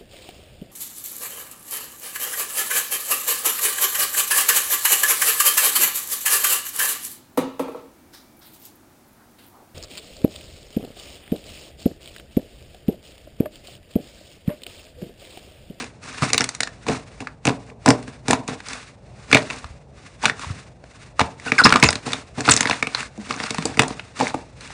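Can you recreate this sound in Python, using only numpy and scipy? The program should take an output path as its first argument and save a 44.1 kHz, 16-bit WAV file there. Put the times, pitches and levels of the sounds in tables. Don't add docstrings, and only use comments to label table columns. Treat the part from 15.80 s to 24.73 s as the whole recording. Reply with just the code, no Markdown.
import sys
import numpy as np
from scipy import signal
from scipy.fft import rfft, irfft, next_fast_len
from scipy.io import wavfile
from scipy.ndimage import uniform_filter1d, map_coordinates

SR = 44100
rng = np.random.default_rng(int(sys.argv[2]) if len(sys.argv) > 2 else 0)


def waveform_to_disk(signal):
    frames = np.transpose(np.atleast_2d(signal))
    scaled = np.clip(frames, -1, 1) * 32767
    samples = np.round(scaled).astype(np.int16)
    wavfile.write(sys.argv[1], SR, samples)


N = 393806
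SPAN_DB = 20


def pops(rows):
    start_s, level_db, cavity_hz, snap_db, knock_db = np.transpose(rows)[..., None]
    lead_s = .003
    t = np.arange(SR // 40) / SR - lead_s
    noise = rng.standard_normal((len(rows), 2, len(t)))

    def swell(rise_s, fall_s):
        return np.exp(np.minimum(t / rise_s, -t / fall_s))

    def band(x, lo_hz, hi_hz):
        return signal.sosfilt(signal.butter(2, (lo_hz, hi_hz), "band", fs=SR, output="sos"), x)

    cavity = np.cos(2 * np.pi * cavity_hz * t) * swell(0.00056, 1.3 / cavity_hz)
    sputter = 1.263 * band(noise[:, 0], 740, 3280) * swell(0.00038, 0.0029)
    snap = band(noise[:, 1], 3800, 8840) * swell(0.00048, 0.002)
    air = amp(level_db) * (cavity + sputter) + amp(level_db + snap_db + 2.5) * snap
    recoil = amp(level_db + knock_db + 11.5) * np.exp(-((t - .0015) / 0.00036) ** 2)
    onset_s = start_s[:, 0] - lead_s
    return placed(onset_s, air) + table(placed(onset_s, recoil))


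def small_pops(count):
    when, pitch, size, snap, knock = rng.random((count, 5)).T
    start_s = .01 + when * (N / SR - .02)
    fizz_db = effort()[0][(start_s * SR).astype(int)]
    over_fizz_db, spread_db = 7.5, 10.5
    grows, full_db = 0.71, -35.5
    sink_db = grows * np.minimum(fizz_db - full_db, 0)
    level_db = fizz_db + sink_db + over_fizz_db + spread_db * (size - .5)
    cavity_hz = 650 * 8 ** pitch
    snap_db = -5.5 + 16 * (snap - .5)
    knock_db = -9 + 24 * (knock - .5)
    return np.transpose([start_s, level_db, cavity_hz, snap_db, knock_db])


def whistles():
    # [dB, before flutter]
    leaks = [(5.657, .035, 1650, 1350, -27), (5.677, .014, 2400, 2900, -27), (5.786, .008, 5400, 4900, -19),
             (5.781, .006, 2400, 2000, -11), (5.785, .028, 1650, 1300, -6), (5.837, .005, 3900, 4300, -9),
             (5.841, .012, 5300, 5000, -6), (6.04, .045, 7100, 6900, -25), (6.708, .017, 9300, 5600, -7),
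             (6.716, .009, 3900, 2400, -12), (8.542, .006, 1000, 600, -17)]
    out = np.zeros(N)
    for start_s, length_s, start_hz, end_hz, level_db in leaks:
        u = np.arange(round(length_s * SR)) / (length_s * SR)
        waver = uniform_filter1d(rng.standard_normal((3, len(u))), size=40)
        pitch_hz = (start_hz + (end_hz - start_hz) * u) * (1 + .25 * waver[0])
        phase = 2 * np.pi * np.cumsum(pitch_hz) / SR
        lips = amp(-20.5 + 14.3 * waver[2]) * np.sin(np.pi * phase)
        spit = amp(-18) * np.diff(uniform_filter1d(rng.standard_normal(len(u) + 1), size=8)) * 4
        tone = np.sin(phase) + amp(-24) * np.sin(2 * phase) + lips + spit
        level = amp(level_db + 22 * waver[1]) * np.sin(np.pi * u) ** .4
        out[round(start_s * SR):][:len(u)] += level * tone
    return out


def bumps():
    # [Hz, reached after sinking]
    landings = [(0.422, -9, 130), (3.846, -24, 62), (3.905, -25.5, 65), (4.667, -22, 68), (4.703, -15, 98),
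                (5.413, -14.5, 85), (5.849, -2.5, 177.6), (6.03, -9, 143), (6.051, -10, 79.6),
                (6.702, -15.5, 90), (7.385, -20.5, 200), (7.785, -16.5, 155), (7.853, -11, 262),
                (8.408, -12, 760), (8.42, -18, 470), (8.546, -21, 260)]
    start_s, strength_db, pitch_hz = np.transpose(landings)[..., None]
    t = np.arange(SR // 5) / SR
    sag, sag_s = .4, 0.0048
    phase = 2 * np.pi * pitch_hz * (t + sag * sag_s * (1 - np.exp(-t / sag_s)))
    envelope = np.exp(-t / .012) * (1 - np.exp(-t / 0.0015))
    return placed(start_s[:, 0], amp(strength_db) * np.sin(phase) * envelope)


def motion():
    # [dB per Hz, relative]
    hiss_colour = [(400, -36.5), (1100, 2), (2500, 0.5), (4000, -4.5), (8500, -10), (10500, -15.5)]
    fizz_db, knead_db = effort()
    squeeze = np.clip((fizz_db + 47.0) / 20, .05, 1)
    hiss = amp(2.7 * wobble(60)) * coloured(rng.standard_normal(N), hiss_colour)
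    fizz = hiss + 1.13 * squeeze * unit(bubbles(count=2500))
    touch = 0.059 + (rng.random(N) < 260 / SR) * 1.4
    taps = rng.standard_normal(N) * touch
    knead = table(uniform_filter1d(taps, size=24))
    return amp(fizz_db) * fizz + amp(knead_db) * unit(knead)


def bubbles(count):
    when, pitch, size = rng.random((count, 3)).T[..., None]
    pitch_hz = 800 * 9 ** pitch
    cycles = pitch_hz * np.arange(SR // 100) / SR
    shape = np.sin(2 * np.pi * cycles) * np.exp(-cycles / 1.7) * (1 - np.exp(-cycles / 0.71))
    size_db = np.minimum(-5 * np.log(1 - size), 22)
    return placed(when[:, 0] * N / SR, amp(size_db) * shape)


def effort():
    # [dB, on the table]
    presses = [(0.0, -33, -30), (.435, -27.5, -25.5), (.53, -51.5, -27), (.6, -42, -27), (.815, -47, -42),
               (1.085, -28.5, -17.5), (1.415, -45.5, -30), (1.668, -34, -15.5), (1.89, -66.5, -43),
               (2.075, -27.5, -11.5), (2.28, -52, -42), (2.46, -46, -38.5), (2.5, -27, -15),
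               (2.695, -33.5, -26), (3.5, -38, -35.5), (3.535, -25.5, -16.5), (3.71, -39, -33.5),
               (4.438, -25.5, -27.5), (4.72, -51, -47), (5.405, -32.5, -30.5), (5.665, -33, -29),
               (5.85, -21, -23), (5.95, -38.5, -19), (6.04, -25.5, -24), (6.265, -35, -25),
               (6.34, -37.5, -31), (6.585, -34, -24), (6.655, -27, -31), (6.7, -22, -40.5),
               (6.91, -28, -33), (7.39, -62, -46), (7.498, -33, -27), (7.86, -36.5, -25), (8.0, -38, -19),
               (8.41, -43, -20), (8.55, -62, -36)]
    # peak_s [s], swell_s [s] and fade_s [s] over SPAN_DB, fizz_db [dB]
    slow_pulls = [(.235, .035, 0.34, -42.5), (.33, 0.11, 0.63, -36), (.6, 0.25, 0.43, -46),
                  (1.15, 0.13, 0.055, -34), (1.35, 0.6, 0.29, -51.5), (1.88, 0.15, 0.072, -51.5),
                  (2.299, 0.36, 0.16, -47.5), (2.91, 0.11, 0.23, -36), (3.401, 0.21, 0.4, -54),
                  (3.72, 0.42, .28, -40), (4.26, 0.16, 0.16, -47), (4.62, 0.083, 0.25, -38.5),
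                  (4.8, 0.37, 0.16, -46.5), (5.22, 0.24, 0.15, -46.5), (5.6, 0.037, .2, -49),
                  (5.76, .2, 0.86, -37.5), (6.31, 0.066, 0.11, -33), (6.831, 0.18, 0.27, -34),
                  (7.211, 0.18, 0.075, -32), (7.55, 0.2, 0.78, -35.5), (8.1, 0.81, 0.2, -42),
                  (8.4, 0.054, 0.23, -31.5), (8.48, 0.13, 0.06, -33.5), (8.839, 0.12, 0.46, -41)]
    press_s, press_fizz_db, press_knead_db = np.transpose(presses)
    peak_s, swell_s, fade_s, pull_db = np.transpose(slow_pulls)
    still_db = -76
    pulls = peaks(peak_s, pull_db, swell_s, fade_s, 1.42) + amp(still_db) ** 2
    fizz_rise_db_s, fizz_fall_db_s = 698, 175.5
    knead_rise_db_s, knead_fall_db_s = 1500.5, 217.5
    fizz = pulls + peaks(press_s, press_fizz_db, SPAN_DB / fizz_rise_db_s, SPAN_DB / fizz_fall_db_s, 0.99)
    press_knead = peaks(press_s, press_knead_db, SPAN_DB / knead_rise_db_s, SPAN_DB / knead_fall_db_s, 1)
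    knead = pulls * amp(-8) ** 2 + press_knead
    return 10 * np.log10(fizz), 10 * np.log10(knead)


def peaks(peak_s, level_db, swell_s, fade_s, power):
    t = np.arange(0, N, 64)[:, None] / SR - peak_s
    shape_db = level_db - SPAN_DB * np.maximum(-t / swell_s, t / fade_s) ** power
    return np.repeat(np.sum(amp(shape_db) ** 2, axis=1), 64)[:N]


def table(push):
    # centre_hz [Hz], width_hz [Hz], level_db [dB]
    modes = [(124, 32, -5.5), (259.2, 29.2, 0), (454.4, 45, -6.5), (603, 24, -8), (746, 110, -8.5),
             (1073, 140, -10.5)]

    def response(f):
        return sum((-1) ** k * amp(level_db) * 1j * f * width / (centre * centre - f * f + 1j * f * width)
                   for k, (centre, width, level_db) in enumerate(modes))

    return filtered(push, response)


def room(x):
    # pitch_hz [Hz], t60_s [s to fall 60 dB]
    decay = [(100, 0.34), (500, 0.41), (2000, 0.16), (9000, 0.12)]
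    turn = np.pi / 4 * (1 + np.tanh(0.75 * wobble(8)))
    wet = np.zeros(N)
    for share in (np.cos(turn), np.sin(turn)):
        hz, t, bins = signal.stft(rng.standard_normal(SR // 2), SR, nperseg=256)
        fading = bins * amp(-60 * t / along(decay, hz)[:, None])
        tail = signal.istft(fading, SR, nperseg=256)[1]
        late = np.pad(x * share, (130, 0))
        wet += signal.fftconvolve(late, tail / np.linalg.norm(tail))[:N]
    return wet


def hum():
    # [dB per Hz, relative]
    hum_colour = [(20, -43), (32, -37.5), (54, -5), (75, -11), (120, -7), (300, -22.5), (600, -19.5),
                  (900, -27), (2400, -65), (10000, -66)]
    waver_db = 1.5 * wobble(3)
    return amp(-46.5 + waver_db) * coloured(rng.standard_normal(N), hum_colour)


def amp(db):
    return 10 ** (np.asarray(db) / 20)


def unit(x):
    return x / np.sqrt(np.mean(x ** 2) + 1e-20)


def along(points, hz):
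    f, v = np.transpose(points)
    return np.interp(np.log(hz + 1), np.log(f + 1), v)


def wobble(rate):
    return map_coordinates(rng.standard_normal(int(N * rate / SR) + 4), [np.arange(N) * rate / SR])


def filtered(x, response):
    m = next_fast_len(N + SR // 2)
    return irfft(rfft(x, m) * response(np.fft.rfftfreq(m, 1 / SR)), m)[:N]


def coloured(x, spectrum):
    return unit(filtered(x, lambda hz: amp(along(spectrum, hz))))


def placed(start_s, sounds):
    at = np.round(start_s * SR).astype(int)[:, None] + np.arange(sounds.shape[1])
    return np.bincount(at.ravel(), sounds.ravel(), N + SR)[:N]


def scene():
    # [dB relative to level_db, before the trims in pops()]
    large_pockets = [(0.025, -23.5, 2610, -8, -4), (0.043, -23.5, 2320, -6, -19),
                     (0.423, -12, 1200, -9.5, -3), (0.431, -13.5, 1250, -16.5, -3),
                     (0.503, -16.5, 2240.0, -9.5, -4), (0.533, -4.5, 4130, 1, -25),
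                     (0.545, -6, 2430.0, -9.5, -6.5), (0.58, -3.5, 4240, -2.5, -28.5),
                     (0.608, -4, 5440, -11, -8), (0.618, -13, 1930, -4, -8.5),
                     (0.642, -11.5, 3270, 2.5, -9), (0.691, -18.5, 1900, 5, -33),
                     (0.75, -25, 2000, 7.5, -16), (0.806, -8.5, 1930, -2, -12.5),
                     (0.833, -9, 4050, -4.5, -36), (0.874, -16.5, 1780, -11.5, -15),
                     (1.067, -20, 990.0, -13, 1), (1.086, -14, 2520.0, -13, 1),
                     (1.098, -17.5, 690.0, -15, 10), (1.405, -22, 2500.0, -7.5, 0.5),
                     (1.472, -18, 1670, -34, -30.5), (1.654, -6.5, 2650.0, -6, -3.5),
                     (1.67, -7.5, 2440, -4, -4), (1.676, -6.5, 2570, -23, 4), (1.687, -13.5, 610, -6, 0),
                     (1.694, -12, 930.0, -12.5, -23), (1.901, -31.5, 2180, -31, -6),
                     (2.061, -4, 930.0, -5.5, -2), (2.08, -5.5, 1770.0, -13, 6),
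                     (2.088, -9.5, 5340.0, 2.5, 11.5), (2.095, -26, 580, -3, 18),
                     (2.105, -3.5, 5020.0, -4, 4), (2.228, -34, 1920.0, -2.5, -14),
                     (2.279, -28.5, 1550, -8, 6.5), (2.483, -12.5, 1820, 0.5, 5),
                     (2.509, -5, 1790, 0.5, -24), (2.532, -2, 980, -10.5, -2),
                     (2.679, -21.5, 2460, 2.5, -15), (2.685, -21.5, 930, -15, 9.5),
                     (2.804, -25, 1580, -10, -21), (2.886, -30, 5700, 8, -20), (2.933, -20, 2400, -1, -20),
                     (3.515, -11.5, 1560, -10.5, -10), (3.529, 6, 2500, -28, -9),
                     (3.547, 6, 2340, -13.5, -4.5), (3.556, -4.5, 650, -31.5, -11),
                     (3.571, -2, 2200, -28.5, -20), (3.702, -13, 2640, -23, -11),
                     (3.708, -15, 2600, -25, -27), (3.844, -23.5, 1160.0, -13, -22),
                     (4.446, -10.5, 865, -13, -27), (4.456, 2.5, 2330, -11.5, -19),
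                     (4.461, -6.5, 1380.0, -23, -4), (4.498, -8.5, 1830, -36, -14),
                     (4.595, -23.5, 1260, -7.5, -8), (4.645, -21, 1150, -25, -18),
                     (5.04, -35, 664, -20, -6), (5.395, 1, 1220, -45, -28.5), (5.406, -4, 800, -26, -43),
                     (5.413, -4.5, 940, -20, -3), (5.599, -28.5, 2100, -6.5, -9.5),
                     (5.72, -2.5, 2180, -22, -4.5), (5.754, -26, 4450, -13.5, -16),
                     (5.787, -10, 1570, -16.5, -22.5), (5.816, -9, 1030, -30, -2.5),
                     (5.855, 6, 1053, -25, -19), (5.86, 5, 1190, -38, -2.5), (5.869, -1, 1200, -33, -11.5),
                     (5.892, -11, 1220, -11, -7), (5.905, -7, 1280, -21, -21),
                     (5.925, 3.5, 1360.0, -13, -13.5), (5.94, -4.5, 2610.0, -19, -16),
                     (5.955, -22.5, 800.0, -8, -4), (5.959, 2, 1135, -30, -13),
                     (5.969, -8, 1110, -12.5, -13), (6.0, -22, 1115, 5, -8), (6.028, 7, 2190, -41, -10),
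                     (6.037, 0.5, 1010, -1.5, -15), (6.043, 1, 2640, -20, -6.5),
                     (6.067, -12, 2620, -16, -11), (6.089, 0.5, 5060, -29, -24),
                     (6.106, -14, 4030, 3.5, -14), (6.129, -11.5, 1740.0, -4, -7),
                     (6.156, -12.5, 4000, -7.5, -5.5), (6.333, -7, 3660.0, -8, -48),
                     (6.607, -18.5, 1710, 3, 0), (6.662, -16.5, 2380, -5.5, -23),
                     (6.679, -6.5, 1330, -40, -1.5), (6.689, 3, 1320, -30, -6), (6.696, 0.5, 4200, -6, -11),
                     (6.714, -11.5, 1870.0, 5, -5), (6.719, -12.5, 3380, -5, -21),
                     (6.738, -16.5, 5940, 12, 0), (6.765, -16.5, 1930, 12.5, 1),
                     (6.775, -9, 3810.0, 0, -11), (6.808, -3, 1990, -0.5, -11.5),
                     (6.83, -11, 1890, -7, -14), (6.856, -6, 1830, -36, -5), (6.873, -5, 1870.0, -30, -36),
                     (6.898, -4.5, 980, -17, -9), (6.911, -3.5, 2370, -36, -8.5),
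                     (7.027, -3.5, 2260, -13.5, -11), (7.071, -11, 2440, -13, -8),
                     (7.149, -5.5, 4130, -22, -43), (7.206, -16.5, 2560.0, -8, -10),
                     (7.377, -39, 624, 0, 15), (7.509, -9, 1210.0, -31, -13), (7.602, -14, 1930, -29, -4.5),
                     (7.638, -14.5, 4800, -11, -3), (7.707, -12.5, 3700.0, -4, -2.5),
                     (7.746, -21, 2420, -1, -20), (7.784, -13.5, 1040, -11, -1),
                     (7.825, -19.5, 2290, -7, -4), (7.855, -19.5, 620, 11, 8), (7.973, -17, 2170.0, -9, 5),
                     (7.994, 6, 2600, -10, -8), (8.001, -7.5, 2750, -13, -5), (8.02, -11, 990, -1.5, -10),
                     (8.034, -8.5, 1160.0, -18, -25.5), (8.081, -26.5, 670.0, 8, -7),
                     (8.106, -22.5, 960, -18, 8), (8.196, -18, 2620, -21, -23),
                     (8.402, -13, 670.0, -7.5, -27), (8.41, -10.5, 820, -23, -12),
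                     (8.415, -14.5, 900.0, -29, -2), (8.543, -32.5, 830, -31, 16.5),
                     (8.809, -30, 4090.0, -2, -17), (8.905, -29, 765, -24, -26)]
    hits = pops(large_pockets) + pops(small_pops(count=140)) + whistles() + bumps()
    dry_hits = signal.sosfilt(signal.butter(2, 55, "high", fs=SR, output="sos"), hits)
    return (dry_hits + amp(-12.0) * room(dry_hits) + motion() + hum())[None]


def record(dry):
    top_hz = 10150
    mic = filtered(dry[0], lambda hz: amp(-6 * np.exp(-((hz - 3150) / 250) ** 2)))
    clipped = np.clip(mic, -1, 1)
    return filtered(clipped, lambda hz: np.clip((top_hz - hz) / 500 + .5, 0, 1) ** 2)[None]


dry = scene()
out = record(dry)
waveform_to_disk(out)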